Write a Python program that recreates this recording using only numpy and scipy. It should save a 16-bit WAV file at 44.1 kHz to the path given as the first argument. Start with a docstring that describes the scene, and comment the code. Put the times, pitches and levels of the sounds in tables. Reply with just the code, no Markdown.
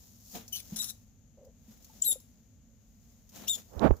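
"""A sandy, glass-fronted tank: a monitor lizard holds a mouse. The mouse gives two hoarse cries and
two clear squeaks, a whistle-like tone that turns to rasp as it roughens, echoed by the close walls.
The lizard scuffs the sand, ticks its claws, bumps and rubs the tank over a low room hum.
At the end a gust-like rub buffets the right microphone port and ends in a thump."""
import sys
import numpy as np
from scipy import signal
from scipy.fft import rfft, irfft
from scipy.io import wavfile

SR = 44100
rng = np.random.default_rng(int(sys.argv[2]) if len(sys.argv) > 2 else 0)


def dump(signal):
    """Clip the signal to [-1, 1] and save it as 16-bit WAV at the path in sys.argv[1]."""
    limited = np.clip(np.atleast_2d(signal).T, -1, 1)
    pcm = np.round(limited * 32767).astype(np.int16)
    wavfile.write(sys.argv[1], SR, pcm)


N = 176400
T = np.arange(N) / SR


def from_db(db):
    """Decibels to gain."""
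    return 10 ** (np.asarray(db) / 20)


def unit_rms(x):
    """Scale to rms 1."""
    return x / np.sqrt(np.mean(x ** 2) + 1e-20)


def drift(rate_hz):
    """Smooth random wander, rms 1."""
    pole = np.exp(-2 * np.pi * rate_hz / SR)
    wander = signal.lfilter([1], [1, -2 * pole, pole * pole], rng.standard_normal(N + SR))
    return unit_rms(wander[SR:])


def shaped_noise(spectrum, correlation=0.0):
    """Stereo noise, rms 1, rolling off beyond the ends of its spectrum."""
    hz, db = np.transpose(spectrum)
    log_f = np.log(np.maximum(np.arange(N // 2 + 1) * SR / N, 1))
    outside = np.maximum(np.log(hz[0]) - log_f, 0) + np.maximum(log_f - np.log(hz[-1]), 0)
    gain = from_db(np.interp(log_f, np.log(hz), db) - 20 * outside)
    mid, side = irfft(rfft(rng.standard_normal((2, N))) * gain, N)
    return unit_rms(np.sqrt(1 + correlation) * mid + np.sqrt(1 - correlation) * side * [[1], [-1]])


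def band_noise(hz, width_hz):
    """Noise through two identical resonators, rms 1."""
    r = np.exp(-np.pi * width_hz / SR)
    section = [1 - r, 0, r - 1, 1, -2 * r * np.cos(2 * np.pi * hz / SR), r * r]
    return unit_rms(signal.sosfilt([section, section], rng.standard_normal(N)))


def gate(start_s, end_s, attack_s, release_s):
    """Open from start to end, linear ramps outside."""
    return np.interp(T, [start_s - attack_s, start_s, end_s, end_s + release_s], [0, 1, 1, 0])


def knocks(rows, contact_s):
    """Soft blows: each swells over the contact time and rings down at one pitch."""
    out = np.zeros(N)
    for t, hz, db, t60_s in rows:
        age_s = np.maximum(T - t, 0)
        swell = 1 - np.exp(-age_s / contact_s)
        decay = from_db(db - 60 * np.minimum(age_s / t60_s, 10))
        out += swell * decay * np.sin(2 * np.pi * hz * age_s)
    return out


# Cry contours; the yip leads into the loud squeak: t/s, f/Hz, level/dB, roughness/0-1
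FIRST_RASP = [(.526, 3220, -40, 0.77), (.531, 3035, -31.5, 0.2), (.546, 2970, -37, 0.43),
              (.555, 3117, -33, 0.66), (.573, 2926, -31.5, 1.02), (.584, 2584, -40.5, 0.99),
              (.603, 2336, -41.5, 0.98)]
LONG_RASP = [(.762, 3498, -29.5, 1), (.767, 3426, -30.5, 0.97), (.774, 3500, -37.5, 1),
             (.795, 3797, -29.5, 0.7), (.802, 3870, -23, 0.077), (.814, 3870, -22, 0.081),
             (.824, 3830, -32, 1), (.843, 3813, -29.5, 0.95), (.862, 3764, -41, 0.93),
             (.905, 3880, -33, 0.79), (.912, 3650, -42, 0.52)]
SHORT_YIP = [(2.019, 3650, -35, 0.19), (2.023, 3640, -15.5, 0.18), (2.028, 3710, -28.5, 0.11)]
LOUD_SQUEAK = [(2.034, 3020, -38, .7), (2.044, 3330, -31, .6), (2.051, 4080, -28, .5),
               (2.056, 4170, -27, .45), (2.065, 3920, -23, .25), (2.084, 3748, -22, .07),
               (2.112, 3720, -20.5, .12), (2.12, 3490, -25, .55), (2.128, 3650, -25.5, .55)]
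LAST_SQUEAK = [(3.473, 2717, -44, 0.88), (3.48, 2820, -35.5, 0.93), (3.487, 3515, -29, 0.22),
               (3.497, 3686, -26.5, 0.18), (3.51, 3700, -25, 0.047), (3.524, 3570, -34.5, 0.098),
               (3.535, 3502, -31.5, 0.26), (3.557, 3505, -35.5, 0.55)]
# Rasp noise spectra of the cries, as heard at the microphone: f/Hz, relative density/dB
RASP = [(700, -22), (1600, -12.5), (2100, -25), (3100, 2.5), (4600, 3), (6200, 10), (8300, -19),
        (9400, 0.5), (11300, 12.5), (12900, -1.5), (15500, 13)]
SCREECH = [(900, -21), (1350, -8.5), (2000, -15), (3000, -10.5), (3900, 0.5), (4850, -9), (5450, 6.5),
           (7000, 6), (8400, -3.5), (10200, 7.5), (12600, -6.5), (13400, 4), (15000, -1)]
# Cries: contour, rasp spectrum, harmonic gains/dB, half-harmonic gain/dB, rasp gain/dB, right lag/ms
CRIES = [(FIRST_RASP, RASP, [-4.5, -4, -14, -4, -5], -10.5, 0, 0.11),
         (LONG_RASP, SCREECH, [-8.5, -12, -16, -35], -18, -1.76, 0.08), (SHORT_YIP, RASP, [-37.5, 0, -23],
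         -10, -2.5, .34), (LOUD_SQUEAK, RASP, [-14, -5.5, -3, -18], -22, -9, .34),
         (LAST_SQUEAK, RASP, [-3.5, 0.5, -12, -8], -14, 4.5, 0.0466)]


def mouse_cries():
    """Whistle-like voice: with roughness the pitch jitters, the period doubles and rasp takes over."""
    jitter_depth, shimmer_db, rattle_db, right_db = .055, 4, 3, -6.8
    jitter, shimmer = drift(rate_hz=500), drift(rate_hz=300)
    out = np.zeros((2, N))
    for contour, rasp_spectrum, harmonics_db, halves_db, rasp_db, lag_ms in CRIES:
        t, *columns = np.transpose(contour)
        hz, db, rough = [np.interp(T, t, column) for column in columns]
        rough = np.clip(rough, 0, 1)
        phase = 2 * np.pi * np.cumsum(hz * (1 + jitter_depth * rough * jitter)) / SR
        harmonics = sum(from_db(h) * np.sin(k * phase) for k, h in enumerate(harmonics_db, 1))
        halves = sum(np.sin((k + .5) * phase) / np.sqrt(k) for k in range(1, 4))
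        tone = np.sqrt(2 * (1 - rough ** 2)) * harmonics + from_db(halves_db) * rough * halves
        tone *= from_db(shimmer_db * rough * shimmer)
        rasp = unit_rms(shaped_noise(rasp_spectrum)[0] * from_db(rattle_db * shimmer))
        envelope = from_db(db) * gate(t[0], t[-1], attack_s=.003, release_s=.008)
        cry = (tone + from_db(rasp_db) * rough * rasp) * envelope
        out += [cry, from_db(right_db) * np.interp(T - lag_ms / 1000, T, cry)]
    return out


def tank_echoes(source):
    """Close walls add a quick flutter of echoes and a short diffuse tail."""
    age_s = T[:SR // 2]
    echoes = rng.standard_normal((2, len(age_s))) * (age_s > .002)
    response = np.zeros_like(echoes)
    for db, t60_s in [(-10, .069), (-21, .28)]:  # flutter, tail
        decay = echoes * from_db(-60 * age_s / t60_s)
        response += from_db(db) * decay / np.sqrt(np.sum(decay[0] ** 2))
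    return source + signal.fftconvolve(source, response, axes=1)[:, :N]


# Body shifts: peak t/s, 20 dB rise/s, 20 dB fall/s, scrape level/dB, grit level/dB
SCUFFS = [(.03, 0.93, 0.73, -69, -57), (0.355, 0.025, 0.099, -41.5, -42.5),
          (.36, 0.16, 0.072, -60.5, -43.5), (.575, 0.16, 0.15, -60, -51.5), (.68, 0.23, 0.34, -80, -55.5),
          (.735, 0.05, 0.11, -54.5, -67), (0.789, 0.29, 0.23, -56, -48), (1.721, 0.13, 0.17, -63.5, -59),
          (1.97, 0.43, 0.53, -63, -57), (2.14, 0.17, 0.051, -59.5, -51), (3.121, 0.62, 0.51, -73.5, -66),
          (3.363, 0.056, 0.26, -49.5, -47), (3.438, 0.075, 0.12, -48.5, -56),
          (3.583, 0.045, 0.068, -51, -47), (3.77, 0.66, 0.82, -71.5, -60.5)]
# Sharp ticks: t/s, level/dB
TICKS = [(.479, -43), (1.449, -60), (1.824, -53.5), (1.846, -48.5), (2.201, -52), (3.292, -52),
         (3.966, -54)]
# Sand spectra: f/Hz, relative density/dB
SCRAPE_SPECTRUM = [(100, -11), (200, 20), (330, 5.5), (700, 6), (1100, -1.5), (1700, -3), (2400, -3),
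                   (4000, -1), (8000, -56)]
GRIT_SPECTRUM = [(1500, -27.5), (3000, -9.5), (5000, 2), (6800, 7.5), (8700, -9.5), (12000, 1.5),
                 (15500, 3.5)]


def sand_scuffs():
    """Each body shift gives a dull scrape and grainy hiss; brief bursts sound as ticks."""
    tick_t60_s, grain_db = .07, 1.5
    scrape_power, grit_power = np.zeros(N), np.zeros(N)
    for t, rise_s, fall_s, scrape_db, grit_db in SCUFFS:
        shape_db = -20 * np.minimum(np.maximum((t - T) / rise_s, (T - t) / fall_s), 10)
        scrape_power += from_db(scrape_db + shape_db) ** 2
        grit_power += from_db(grit_db + shape_db) ** 2
    for t, db in TICKS:
        grit_power += (T >= t) * from_db(db - 60 * np.clip((T - t) / tick_t60_s, 0, 2)) ** 2
    grains = from_db(grain_db * drift(rate_hz=252))
    scrape = shaped_noise(SCRAPE_SPECTRUM, correlation=.232) * from_db([[0], [-2]])
    grit = shaped_noise(GRIT_SPECTRUM, correlation=.05) * from_db([[0], [-4]])
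    return grains * (np.sqrt(scrape_power) * scrape + np.sqrt(grit_power) * grit)


# Tank bumps: t/s, f/Hz, level/dB, T60/s
BUMPS = [(.347, 713, -41, 0.12), (.354, 453, -46.5, 0.2), (.722, 178, -30, 0.082), (.728, 216.3, -38, 0.28),
         (1.68, 218, -45.5, 0.2), (1.897, 880, -53, 0.066), (2.084, 525, -45.5, 0.078),
         (2.122, 226, -38, 0.024), (2.124, 557, -33, 0.01), (2.157, 522, -37.5, 0.047)]


def wall_contact():
    """The lizard bumps the tank; its skin stutters briefly along the wall."""
    rub_envelope = from_db(-58) * gate(1.378, 1.485, attack_s=.008, release_s=.03)
    return knocks(BUMPS, contact_s=.0018) + rub_envelope * band_noise(hz=515, width_hz=120)


# Rub envelope, before clipping: t/s, level/dB
PORT_RUB = [(3.66, -71.5), (3.74, -47.5), (3.776, -42.5), (3.804, -35.5), (3.817, -24.5), (3.848, -13.5),
            (3.874, -17), (3.895, -39), (3.939, -40), (3.953, -49.5), (4.0, -56)]
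# Turbulence spectrum: f/Hz, relative density/dB
BUFFET_SPECTRUM = [(30, -8), (55, -1), (85, -6), (130, 2), (300, 0), (500, -1), (850, -6), (1200, -11),
                   (2100, -26), (8470, -55), (15000, -53)]
# Port knocks, before clipping: t/s, f/Hz, level/dB, T60/s
PORT_THUMPS = [(3.766, 73.5, -25.5, 0.17), (3.893, 78, -12.5, 0.14), (3.907, 370, -2, 0.016),
               (3.9095, 710, 4, 0.004), (3.913, 54.3, -1.5, 0.053)]


def port_buffet():
    """A rub on the right port: turbulent rumble, a click and thumps, peaks rounded by overload."""
    ceiling, left_db = .55, -48
    t, db = np.transpose(PORT_RUB)
    rub = shaped_noise(BUFFET_SPECTRUM)[0] * from_db(np.interp(T, t, db)) * (T > t[0])
    click_envelope = from_db(-35) * gate(3.795, 3.795, attack_s=.0015, release_s=.003)
    click = click_envelope * band_noise(hz=4230, width_hz=2400)
    pressure = rub + click - knocks(PORT_THUMPS, contact_s=.001)
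    return ceiling * np.tanh(pressure / ceiling) * from_db([[left_db], [0]])


# Room resonances: f/Hz, width/Hz, level/dB
ROOM_MODES = [(103.5, 4.2, -69), (227, 40, -68)]
# Room noise spectra: f/Hz, relative density/dB
RUMBLE_SPECTRUM = [(25, -9.5), (50, 5.5), (105, -0.5), (140, -5), (230, -4.5), (330, -24), (530, -20),
                   (1000, -33), (3000, -36.5)]
HISS_SPECTRUM = [(1500, -11), (4500, -6.5), (5500, -5), (6700, 10.5), (7600, -3.5), (8800, -29),
                 (11500, -6), (15500, -11.5)]


def room_tone():
    """Two humming resonances, low rumble and a thin hiss, mostly left."""
    hum = sum(from_db(db) * band_noise(hz, width_hz) for hz, width_hz, db in ROOM_MODES)
    rumble = from_db(-60.5) * shaped_noise(RUMBLE_SPECTRUM, correlation=.73)
    hiss = from_db([[-69.5], [-79]]) * shaped_noise(HISS_SPECTRUM)
    return hum + rumble + hiss


def scene():
    """Stereo sum; only the cries echo."""
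    return tank_echoes(mouse_cries()) + sand_scuffs() + wall_contact() + port_buffet() + room_tone()


def record(dry):
    """Steep elliptic low-pass."""
    cutoff_hz = 15450
    return signal.sosfilt(signal.ellip(10, .2, 80, cutoff_hz, fs=SR, output="sos"), dry)


dry = scene()
out = record(dry)
dump(out)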